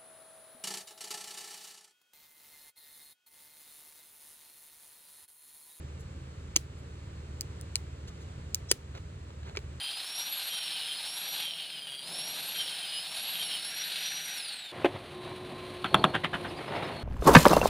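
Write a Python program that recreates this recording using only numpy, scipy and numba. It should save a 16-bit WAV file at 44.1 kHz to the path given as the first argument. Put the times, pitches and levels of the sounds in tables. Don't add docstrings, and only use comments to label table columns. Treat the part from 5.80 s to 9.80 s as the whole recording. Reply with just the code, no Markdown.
import sys
import numpy as np
from scipy import signal
from scipy.fft import rfft, irfft
from scipy.io import wavfile
from scipy.ndimage import uniform_filter1d
from numba import njit

SR = 44100
rng = np.random.default_rng(int(sys.argv[2]) if len(sys.argv) > 2 else 0)


def transcribe(u):
    v = np.clip(np.atleast_2d(u).T, -1, 1)
    q = np.round(v * 32767).astype(np.int16)
    wavfile.write(sys.argv[1], SR, q)


N = 176400


def undb(db):
    return 10 ** (np.asarray(db) / 20)


def curve(points, size):
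    hz, value = np.array(points, float).T
    return np.interp(np.log(np.fft.rfftfreq(size, 1 / SR) + 1), np.log(hz), value)


def min_phase(db):
    cepstrum = irfft(db * np.log(10) / 20)
    half = len(cepstrum) // 2
    return np.exp(rfft(np.r_[cepstrum[0], 2 * cepstrum[1:half], cepstrum[half], np.zeros(half - 1)]))


def burst(decay_s, size):
    x = rng.standard_normal(size) * np.exp(-np.arange(size) / SR / decay_s)
    return x / np.linalg.norm(x)


def drift(rate_hz):
    hold = int(SR / rate_hz)
    return uniform_filter1d(np.repeat(rng.standard_normal(N // hold + 1), hold), hold)[:N]


def smooth(x, tau_s):
    pole = np.exp(-1 / (tau_s * SR))
    return signal.lfilter([1 - pole], [1, -pole], x)


def add(out, start_s, x):
    i = int(start_s * SR)
    out[i:i + len(x)] += x[:N - i]


def engine(shaft_hz=18.68, wander=0.0047, level_db=-46.5, flutter_db=1):
    # multiple of the shaft rate, relative level in dB.
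    harmonics = [(2, -21.5), (3, -13), (4, 0.5), (5, -6.5), (6, -14.5), (7, -7), (8, -14), (9, -15.5),
                 (10, -17.5)]
    angle = 2 * np.pi * np.cumsum(shaft_hz * (1 + wander * drift(1.926))) / SR
    out = np.zeros(N)
    for order, db in harmonics:
        rms = undb(level_db + db + flutter_db * drift(10))
        out += np.sqrt(2) * rms * np.sin(order * angle + 2 * np.pi * rng.random())
    return out


def air(swell_db=0.5):
    # frequency in Hz, density in dB per Hz.
    density = [(20, -100), (33, -80.5), (55, -69), (85, -67), (135, -70.5), (200, -80), (430, -81.5),
               (700, -88.5), (1300, -91), (2500, -95.5), (4200, -99), (5400, -103.5), (7300, -102),
               (8500, -108), (10000, -115), (15500, -125)]
    # frequency in Hz, coherence from 0 to 1.
    coherence = [(100, 1), (250, 0.97), (430, 1), (700, 0.97), (1400, 0), (2400, 0.8), (4400, 0.17),
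                 (7500, 1)]
    mid, side = rfft(rng.standard_normal((2, N)))
    alike = np.clip(curve(coherence, N), 0, 1)
    pair = mid * np.sqrt(1 + alike) + np.array([[1], [-1]]) * side * np.sqrt(1 - alike)
    wash = irfft(pair * undb(curve(density, N))) * np.sqrt(SR) / 2
    return wash * undb(swell_db * drift(4.21))


def scuffs(grain_db=6, size=8192):
    # start in seconds, length in seconds, level in dB, treble tilt in dB per octave.
    strokes = [(0.191, 0.032, -62.5, 29), (0.977, 0.031, -68, 32), (2.273, 0.025, -53, 9.5),
               (2.4, 0.04, -63, 11), (3.15, 0.0042, -45.5, 4), (3.154, 0.0081, -48.5, 2),
               (3.173, 0.0038, -48, 4), (3.177, 0.0052, -48.5, 4), (3.14, 0.061, -55, 2.5),
               (3.5043, 0.0029, -47, 0), (3.631, .003, -49.5, 2), (3.645, 0.054, -52, 1.5),
               (3.69, 0.0022, -53, 7.5), (3.6957, 0.0024, -45, 4.5), (3.701, 0.017, -55, -2),
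               (3.75, 0.0074, -44, 0.5), (3.76, 0.0084, -47, 6.5), (3.789, 0.0024, -45.5, 5)]
    # frequency in Hz, relative level in dB.
    rub_colour = [(150, -16.5), (380, 19), (700, 18), (2400, 7), (4200, 1.5), (5200, -6.5), (7200, -7.5),
                  (8500, -30.5), (11000, -17.5), (16000, -39)]
    octaves = np.log2(np.clip(np.fft.rfftfreq(size, 1 / SR), 1000, 8000) / 3000)
    out, t = np.zeros(N), np.arange(size) / SR
    for start_s, length_s, db, tilt in strokes:
        slip, grain = rng.standard_normal((2, size))
        swell = np.sqrt(np.sin(np.pi * np.clip(t / length_s, 0, 1)).clip(0))
        colour = min_phase(curve(rub_colour, size) + tilt * octaves)
        rub = irfft(rfft(slip * undb(grain_db * grain) * swell) * colour)
        add(out, start_s, rub * undb(db) * np.sqrt(length_s * SR) / np.linalg.norm(rub))
    return out


def snaps(crunch_db=3, tab_db=13.5, tab_t60_s=0.0038, knock_rise_s=0.00072, size=8192):
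    # start in seconds, crunch decay in ms, knock pitch in Hz, knock gain in dB,
    # cap ring gain in dB, tab pitch in Hz, then the drive in dB in each band.
    events = [(0.7590, 1.4, 322, -60, -4, 2700, -29, -16, -13, -18, -20, -34, -30),
              (0.7626, 0.17, 320, -26.5, -2, 6450, -0.5, -0.5, 3.5, 4, -6, 4.5, 3),
              (0.7642, 1.0, 322, -43.5, -0.5, 2940, -5, -2.5, -1.5, 0, 0.5, -10, -3),
              (1.6098, 0.23, 350, -65, -14, 4560, -31, -13, -16.5, -7, -7.5, -7.5, -2),
              (1.8121, 0.45, 350, -72, -10, 8950, -45, -28, -28, -21.5, -27, -21, -18),
              (1.9566, 0.96, 350, -67, -5, 4420, -17, 0.5, -6, -2, 1, -0.5, -10),
              (2.7464, 0.45, 343, -64, -10, 6390, -36, -4.5, -4, -4, -2.5, -2.5, 5.5),
              (2.9142, 0.84, 380, -25.5, 0, 5400, -3, 5, -3, 1.5, 7, 12, 4),
              (2.9162, 1, 383, -40.5, 0, 1804, -7.5, 0, 0, 0, -0.5, -6.5, -5),
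              (3.7716, 0.61, 390, -33.5, 0, 2330, -13.5, -8, -11.5, -15.5, -29, -27, -42),
              (3.7746, 0.57, 430, -38.5, -1, 2370, -10, -20, -21, -20, -33, -42, -42)]
    bands_hz = [1000, 2600, 4300, 6300, 8600, 10500, 14500]
    # frequency in Hz, dB over the bare crack before ring gain, T60 in seconds.
    cap_modes = [(504, 10.5, 0.02), (1170, 4.5, 0.0064), (2338, 13, 0.022), (2850, 1.5, 0.006),
                 (3170, 11.5, 0.018), (3730, 5.5, 0.019), (4340, 5.5, 0.0035), (7090, 0.5, .004),
                 (10370, 5, 0.00163)]
    # frequency in Hz, gain in dB.
    radiation = [(100, -32), (240, -13.5), (340, -0.5), (680, -7.5), (950, 5.5), (1350, -0.5), (1700, -7),
                 (2050, -1.5), (2350, 0), (3800, -1.5), (5000, 7.5), (11000, -3), (12500, -2.5),
                 (14000, -2), (16500, -9.5)]
    # multiple of the knock pitch, relative level in dB, T60 in seconds.
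    bottle_modes = [(1, 3, .04), (1.18, -6.5, 0.051), (.8, -16.5, .025)]
    out, hz, t = np.zeros(N), np.fft.rfftfreq(size, 1 / SR), np.arange(size // 2) / SR
    for start_s, crunch_ms, knock_hz, knock_db, ring_db, tab_hz, *bands_db in events:
        modes = [(f, db + ring_db, t60) for f, db, t60 in cap_modes] + [(tab_hz, tab_db, tab_t60_s)]
        ring_power = 1 + sum(undb(db) ** 2 / (1 + ((hz - f) * 2 * np.pi * t60 / np.log(1000)) ** 2)
                             for f, db, t60 in modes)
        force = 1 + undb(crunch_db) * rfft(burst(crunch_ms / 1000, size))
        force /= np.sqrt(uniform_filter1d(np.abs(force) ** 2, size=200))
        drive_db = curve(list(zip(bands_hz, bands_db)), size)
        colour = min_phase(drive_db + curve(radiation, size) + 10 * np.log10(ring_power))
        crack = irfft(force * colour)[:size // 2]
        body = sum(undb(db) * np.sin(2 * np.pi * knock_hz * ratio * t) * np.exp(-t * np.log(1000) / t60)
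                   for ratio, db, t60 in bottle_modes)
        knock = undb(knock_db) * body * (1 - np.exp(-t / knock_rise_s))
        add(out, start_s, crack + knock)
    return out


def swelling_tones(start_s=2.885, length_s=0.036, level_db=-37, waver=0.017):
    # frequency in Hz, relative level in dB.
    tones = [(3200, -6), (3450, -9), (4050, -8.5), (5120, 1), (5500, -1), (5950, 2), (6700, -8.5),
             (8000, -9.5)]
    rise = np.linspace(0, 1, int(length_s * SR))
    bend = 1 + waver * drift(300)[:len(rise)]
    cluster = sum(undb(db) * np.sin(2 * np.pi * (np.cumsum(hz * bend) / SR + rng.random()))
                  for hz, db in tones)
    out = np.zeros(N)
    add(out, start_s, undb(level_db) * rise * cluster)
    return out


def garden(x, echo_s=0.0076, echo_db=-17.5, hands_db=-17.5, hands_t60_s=0.018,
           wash_db=-28, wash_t60_s=0.21, size=4096):
    # frequency in Hz, gain in dB.
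    wash_colour = [(200, -8), (1000, -3), (2500, 4.5), (5000, 5), (8000, 2.5), (10500, 1), (12500, -7),
                   (15500, -6)]
    sides, lag = [], int(echo_s * SR)
    delayed_power = np.r_[np.zeros(lag), x[:-lag]] ** 2 + 1e-18
    tail = np.sqrt(smooth(delayed_power, wash_t60_s / (2 * np.log(1000))))
    echo = np.r_[np.zeros(lag), undb(echo_db) * burst(decay_s=0.00075, size=size - lag)]
    for _ in range(2):
        near = undb(hands_db) * burst(hands_t60_s / np.log(1000), size) + echo
        wash = irfft(rfft(rng.standard_normal(N)) * undb(curve(wash_colour, N)))
        sides.append(x + signal.fftconvolve(x, near)[:N] + undb(wash_db) * tail * wash)
    return np.array(sides)


def microphones(sound):
    # frequency in Hz, lead of left over right in radians.
    phase_lead = [(0, 0), (200, -.3), (430, -.7), (780, -2.6), (1300, -5.1), (2800, -4.7), (3300, -3.8),
                  (4200, -4.7), (5000, -3.1), (8500, 0), (12000, 2.9), (16000, 6.2)]
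    # frequency in Hz, level of left over right in dB.
    balance = [(70, -0.6), (200, -1), (330, -1.5), (600, 1), (880, -5), (1250, 0), (2300, -0.5), (3200, -1),
               (4200, 1.5), (5000, 1), (6300, 0)]
    lead_rad = np.interp(np.fft.rfftfreq(N, 1 / SR), *np.array(phase_lead).T)
    share = np.array([[0.5], [-0.5]])
    return irfft(rfft(sound) * np.exp(1j * share * lead_rad) * undb(share * curve(balance, N)))


def scene():
    foreground = snaps() + swelling_tones() + scuffs()
    return microphones(garden(foreground) + engine() + air())


@njit
def follow(x, release_s):
    out, peak = np.empty(len(x)), 0.
    decay = np.exp(-1 / (release_s * SR))
    for i in range(len(x)):
        peak = max(x[i], peak * decay)
        out[i] = peak
    return out


def record(dry, threshold_db=-28.5, slope=0.4, detect_s=0.038, ceiling=0.8, top_hz=16600):
    rms = np.sqrt(smooth(np.mean(dry ** 2, axis=0), detect_s))
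    level_db = 20 * np.log10(follow(rms, release_s=0.26) + 1e-9)
    duck_db = smooth(slope * np.maximum(level_db - threshold_db, 0), detect_s)
    rounded = ceiling * np.tanh(dry * undb(-duck_db) / ceiling)
    return signal.sosfilt(signal.ellip(8, 0.2, 70, top_hz, fs=SR, output="sos"), rounded)


dry = scene()
out = record(dry)
transcribe(out)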